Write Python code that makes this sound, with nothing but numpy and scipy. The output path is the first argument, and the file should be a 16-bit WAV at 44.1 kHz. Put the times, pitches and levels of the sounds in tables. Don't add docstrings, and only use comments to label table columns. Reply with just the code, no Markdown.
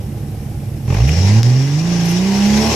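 import sys
import numpy as np
from scipy import signal
from scipy.fft import rfft, irfft
from scipy.io import wavfile
from scipy.ndimage import uniform_filter1d

SR = 44100
rng = np.random.default_rng(int(sys.argv[2]) if len(sys.argv) > 2 else 0)


def unload_wav(signal):
    wavfile.write(
        sys.argv[1],
        SR,
        np.round(np.clip(np.atleast_2d(signal).T, -1, 1) * 32767).astype(np.int16),
    )


N = 121275
TIME = np.arange(N) / SR
CYLINDERS = 6

# f/Hz, gain/dB
PIPE_RESPONSE = [(20, -34), (45, -11.5), (70, -1), (110, 3), (140, 4.5), (175, -5), (212, -3.5), (250, -13),
                 (290, -11.5), (390, -11.5), (470, -17), (510, -24.5), (560, -10.5), (590, -22.5),
                 (668, -15), (700, -26), (732, -15), (770, -24), (825, -12.5), (885, -20), (960, -16.5),
                 (1125, -23), (1350, -35), (2600, -36)]


def exhaust(firing_hz, firings, orders=60):
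    drone_levels = [(.8, -58, -60), (.86, -36, -28), (.905, -29, -17), (1.025, -13, -12),
                    (1.13, -16.5, -17), (1.204, -11, -27), (1.322, -9, -18), (1.39, -6.5, -22.5),
                    (1.5, -9.5, -27.5), (1.61, -12.5, -24.5), (1.70, -17, -26.5), (1.75, -13, -30),
                    (1.81, -16, -34), (2.09, -15.5, -28.5), (2.21, -14.5, -27.5), (2.36, -14.5, -26),
                    (2.45, -12, -47), (2.6, -13, -30), (2.64, -21, -25.5), (2.69, -15, -44),
                    (2.725, -28, -30)]
    burble_levels = [(.8, -49, -40.5), (.9, -19.5, -45), (1.05, -32, -43), (1.2, -27.5, -31),
                     (1.6, -27, -38.5), (1.76, -39, -35), (1.98, -44, -30.5), (2.2, -32, -32),
                     (2.45, -38, -32.5), (2.65, -33, -26.5), (2.75, -40, -25)]
    uneven_orders = [(1, -23), (2, -1), (4, -2), (5, 1.5), (7, 2), (8, 1), (10, 7), (14, 2), (20, -3),
                     (60, 4)]
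    overtones = [(3, 2), (4, -4), (5, -9), (6, -2.5), (7, -10.5), (12, -10)]
    odd_db = -5.5
    tone_db, octave_db = curves(drone_levels)
    overtone_gain, uneven_gain = amp(curves(burble_levels))
    out = amp(tone_db) * engine_order(firing_hz, firings, CYLINDERS, waver=.045)
    out += amp(octave_db) * engine_order(firing_hz, firings, 2 * CYLINDERS, waver=.19)
    for order in range(1, orders + 1):
        pipe_db = spectrum_at(PIPE_RESPONSE, firing_hz * order / CYLINDERS)
        if order % CYLINDERS:
            db = pipe_db + np.interp(order, *np.transpose(uneven_orders)) + odd_db * (order % 2)
            out += uneven_gain * amp(db) * engine_order(firing_hz, firings, order, waver=.32)
        elif order > 2 * CYLINDERS:
            db = pipe_db + np.interp(order / CYLINDERS, *np.transpose(overtones))
            out += overtone_gain * amp(db) * engine_order(firing_hz, firings, order, waver=.24)
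    return out


def engine_order(firing_hz, firings, order, waver):
    pipe_hz, pipe_q, waver_hz = 133, 1.56, 7
    hz = firing_hz * order / CYLINDERS
    pipe_lag = 2 * np.arctan(pipe_q * (hz / pipe_hz - pipe_hz / hz))
    offset = 2 * np.pi * rng.random() * (order % CYLINDERS > 0)
    phase = 2 * np.pi * firings * order / CYLINDERS - pipe_lag + offset
    in_phase = 1 + waver * wander(waver_hz)
    quadrature = waver * wander(waver_hz)
    return -np.sqrt(2) * (in_phase * np.cos(phase) + quadrature * np.sin(phase))


def snarl(firing_hz, firings, surge_db=2.5, surge_hz=7):
    snarl_orders = [(16, 1), (18, -1), (20, -6), (22, 3), (24, 0), (26, -3), (28, -3), (30, -5), (34, -6)]
    snarl_level = [(1.6, -45), (1.85, -31), (2.2, -29), (2.33, -24), (2.52, -22), (2.66, -17.5)]  # t/s, level/dB
    level_db, = curves(snarl_level)
    out = np.zeros(N)
    for order, order_db in snarl_orders:
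        pipe_db = spectrum_at(PIPE_RESPONSE, firing_hz * order / CYLINDERS)
        gain = amp(level_db + order_db + pipe_db + surge_db * wander(surge_hz))
        out += gain * engine_order(firing_hz, firings, round(order), waver=.26)
    return out


def idle(firing_hz, firings, throttle_open_s=.894, opening_s=.048):
    idle_orders = [(6, -47.5), (11, -45), (12, -37), (17, -35), (18, -34), (21, -37), (23, -32.5),
                   (24, -38), (30, -50), (36, -37.5)]
    closed = np.clip((throttle_open_s - TIME) / opening_s, 0, 1)
    return closed * sum(amp(db) * engine_order(firing_hz, firings, round(order), waver=.1)
                        for order, db in idle_orders)


def air(firings, rasp_depth=.56, rush_depth=.24, flicker_db=1.0, flicker_hz=34.3):
    air_levels = [(0, -37.5, -52.5), (.84, -39.5, -51.5), (.9, -31.5, -36), (.99, -29.5, -33.5),
                  (1.13, -28.5, -27), (1.33, -29.5, -27), (1.4, -30, -28.5), (1.52, -30.5, -31),
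                  (1.68, -35.5, -31), (1.8, -35, -31), (2.03, -29.5, -27.5), (2.12, -34.5, -25.5),
                  (2.21, -33.5, -28), (2.42, -31, -25.5), (2.56, -27, -23), (2.69, -26.5, -22.5),
                  (2.75, -20.5, -20)]
    rasp_colour = [(25, -30), (70, -13), (130, 9.5), (250, 9), (330, 8.5), (470, 9), (700, 1.5), (825, 6),
                   (885, -2.5), (1000, -10), (1150, -18), (1400, -26), (2400, -13), (4000, -19),
                   (9000, -67)]
    rush_colour = [(200, -38), (1000, -3), (1400, -5), (1900, 0.5), (2700, -0.05), (3800, -4), (4950, -1),
                   (5450, 5), (5900, 1), (6300, -2), (7300, -9), (9200, -17.5), (12000, -17.5),
                   (14500, -46)]
    rasp_db, rush_db = curves(air_levels)
    puff = unit(np.exp(-(firings % 1) / .7))
    rasp = noise(rasp_colour) * unit(1 - rasp_depth + rasp_depth * puff) * amp(rasp_db)
    rush = patchy(noise(rush_colour)) * unit(1 - rush_depth + rush_depth * puff) * amp(rush_db)
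    return (rasp + rush) * amp(flicker_db * wander(flicker_hz))


def pops(rise_s=.001, decay_s=.008):
    pop_events = [(.878, -34), (.902, -27), (.924, -28.5), (.945, -25), (.965, -26.5), (.984, -33),
                  (1.001, -32), (1.018, -32)]
    pop_colour = [(150, -16), (400, -4), (650, -3), (850, 1), (1020, -1.5), (1350, -12), (2300, -8),
                  (3200, -19), (7000, -28), (14000, -50)]
    envelope = np.zeros(N)
    for onset_s, db in pop_events:
        age_s = np.maximum(TIME - onset_s, 0)
        envelope += amp(db) * (1 - np.exp(-age_s / rise_s)) * np.exp(-age_s / decay_s)
    return 2 * envelope * noise(pop_colour)


def stone(snap_s=1.4316):
    modes = [(3820, -16, 0.0031), (5420, -3, 0.0027), (11300, -19, 0.0037)]  # f/Hz, level/dB, t60/s
    age_s = np.maximum(TIME - snap_s, 0)
    return sum(amp(db) * np.exp(-np.log(1000) * age_s / t60_s) * np.sin(2 * np.pi * hz * age_s)
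               for hz, db, t60_s in modes)


def tyres(grain_db=3, grain_hz=200):
    scuffs = [(2.06, 0.0077, -37), (2.105, .018, -36)]  # t/s, width/s, level/dB
    scuff_colour = [(1000, -22), (4000, -8), (6000, -12), (9000, 5), (13000, 5), (15000, -5)]  # f/Hz, relative density/dB
    chirps = [(.946, .003, -31), (1.078, 0.005, -29), (1.092, 0.005, -27.5)]  # t/s, width/s, level/dB
    chirp_colour = [(1200, -20), (1900, -3), (2450, 4), (2900, 0), (3600, -20)]  # f/Hz, relative density/dB
    out = np.zeros((2, N))
    for slips, colour in (scuffs, scuff_colour), (chirps, chirp_colour):
        envelope = sum(amp(db) * bump(at_s, width_s) for at_s, width_s, db in slips)
        out += envelope * unit(noise(colour) * amp(grain_db * wander(grain_hz)))
    return out


def echoes(x, count=45, level_db=-6.5, t60_s=.11, highpass_hz=540):
    delay_s = rng.uniform(.002, .09, (2, count))
    gains = rng.choice([-1., 1.], (2, count)) * np.exp(-np.log(1000) * delay_s / t60_s)
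    gains /= np.linalg.norm(gains, axis=1, keepdims=True)
    taps = np.zeros((2, SR // 10))
    np.put_along_axis(taps, (delay_s * SR).astype(int), gains, 1)
    treble = signal.sosfilt(signal.butter(2, highpass_hz, "high", fs=SR, output="sos"), x)
    return amp(level_db) * signal.oaconvolve(treble, taps, axes=1)[:, :N]


def hiss():
    hiss_level = [(.85, -40.5), (1.2, -43.5), (1.9, -45), (2.75, -31)]  # t/s, level/dB
    hiss_colour = [(100, 18), (1000, 4), (2500, 0), (4000, -5.5), (7000, -4.5), (9000, -3), (12000, 0),
                   (14500, -6)]
    return amp(curves(hiss_level)) * noise(hiss_colour)


def noise(colour):
    likeness = [(100, 1), (300, 0.91), (550, 1), (1000, 0.26), (2000, 0.33), (5000, 0.16), (9000, 0.45)]  # f/Hz, left-right correlation
    hz = np.fft.rfftfreq(N, 1 / SR)
    left, independent = rfft(rng.standard_normal((2, N)))
    correlation = np.clip(spectrum_at(likeness, hz), -1, 1)
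    right = correlation * left + np.sqrt(1 - correlation ** 2) * independent
    return unit(irfft(np.array([left, right]) * amp(spectrum_at(colour, hz)), N))


def patchy(x, depth_db=1.5):
    spectra = signal.stft(x, nperseg=512, noverlap=384)[2]
    field = rng.standard_normal(spectra.shape[:0:-1]).T
    field = uniform_filter1d(field, 6, axis=0)
    field = uniform_filter1d(field, 14, axis=1)
    spectra *= amp(depth_db * unit(field))
    return unit(signal.istft(spectra, nperseg=512, noverlap=384)[1][:, :N])


def wander(rate_hz, hop=64):
    frames = N // hop + 2
    hz = np.fft.rfftfreq(frames, hop / SR)
    slow = irfft(rfft(rng.standard_normal(frames)) / (1 + (hz / rate_hz) ** 4), frames)
    return np.interp(np.arange(N) / hop, np.arange(frames), unit(slow))


def bump(at_s, width_s):
    return np.exp(-.5 * ((TIME - at_s) / width_s) ** 2)


def curves(table):
    times_s, *columns = np.transpose(table)
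    return [np.interp(TIME, times_s, column) for column in columns]


def spectrum_at(table, hz):
    knots_hz, values = np.transpose(table)
    return np.interp(np.log(hz + 1), np.log(knots_hz), values)


def amp(db):
    return 10 ** (np.asarray(db) / 20)


def unit(x):
    return x / np.sqrt(np.mean(abs(x) ** 2) + 1e-20)


def scene():
    engine_speed = [(0, 36.3), (.45, 34.9), (.81, 35.4), (.89, 42), (.955, 50.5), (1.022, 61.8),
                    (1.1, 76.3), (1.204, 92.3), (1.322, 106), (1.414, 117), (1.604, 134.5), (1.74, 146),
                    (1.81, 163.5), (1.89, 174.5), (2.03, 169.3), (2.11, 170.5), (2.28, 196.5),
                    (2.43, 202.5), (2.58, 213), (2.67, 223), (2.75, 228)]
    firing_at_s, pipe_delay_s = .901, .003044
    jitter_firings, jitter_hz, dip_db = .007, 30, -6.5
    firing_hz, = curves(engine_speed)
    firings = np.cumsum(firing_hz) / SR
    firings -= np.interp(firing_at_s, TIME, firings)
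    at_tailpipe = firings - pipe_delay_s * firing_hz + jitter_firings * wander(jitter_hz)
    tones = idle(firing_hz, at_tailpipe) + exhaust(firing_hz, at_tailpipe) + snarl(firing_hz, at_tailpipe)
    engine = tones + air(firings)
    dip = amp(dip_db * bump(at_s=1.426, width_s=.014))
    return dip * (engine + echoes(engine) + pops() + tyres() + hiss()) + stone()


def record(dry, cutoff_hz=14700):
    balance = [(60, -1.6), (120, -2.6), (350, -3.8), (750, -.5), (1300, 1.5), (2400, 0), (4300, 5.9),
               (5400, 9), (6700, 2), (8100, 0), (8600, -17), (14000, -19)]
    ratio = amp(spectrum_at(balance, np.fft.rfftfreq(2 * N, 1 / SR)))
    mic_gains = np.array([ratio, np.ones_like(ratio)]) * np.sqrt(2 / (1 + ratio ** 2))
    heard = irfft(rfft(dry, 2 * N) * mic_gains)[:, :N]
    lowpass = signal.firwin(255, cutoff_hz, window=("kaiser", 9), fs=SR)
    return signal.oaconvolve(heard, lowpass[None], "same")


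dry = scene()
out = record(dry)
unload_wav(out)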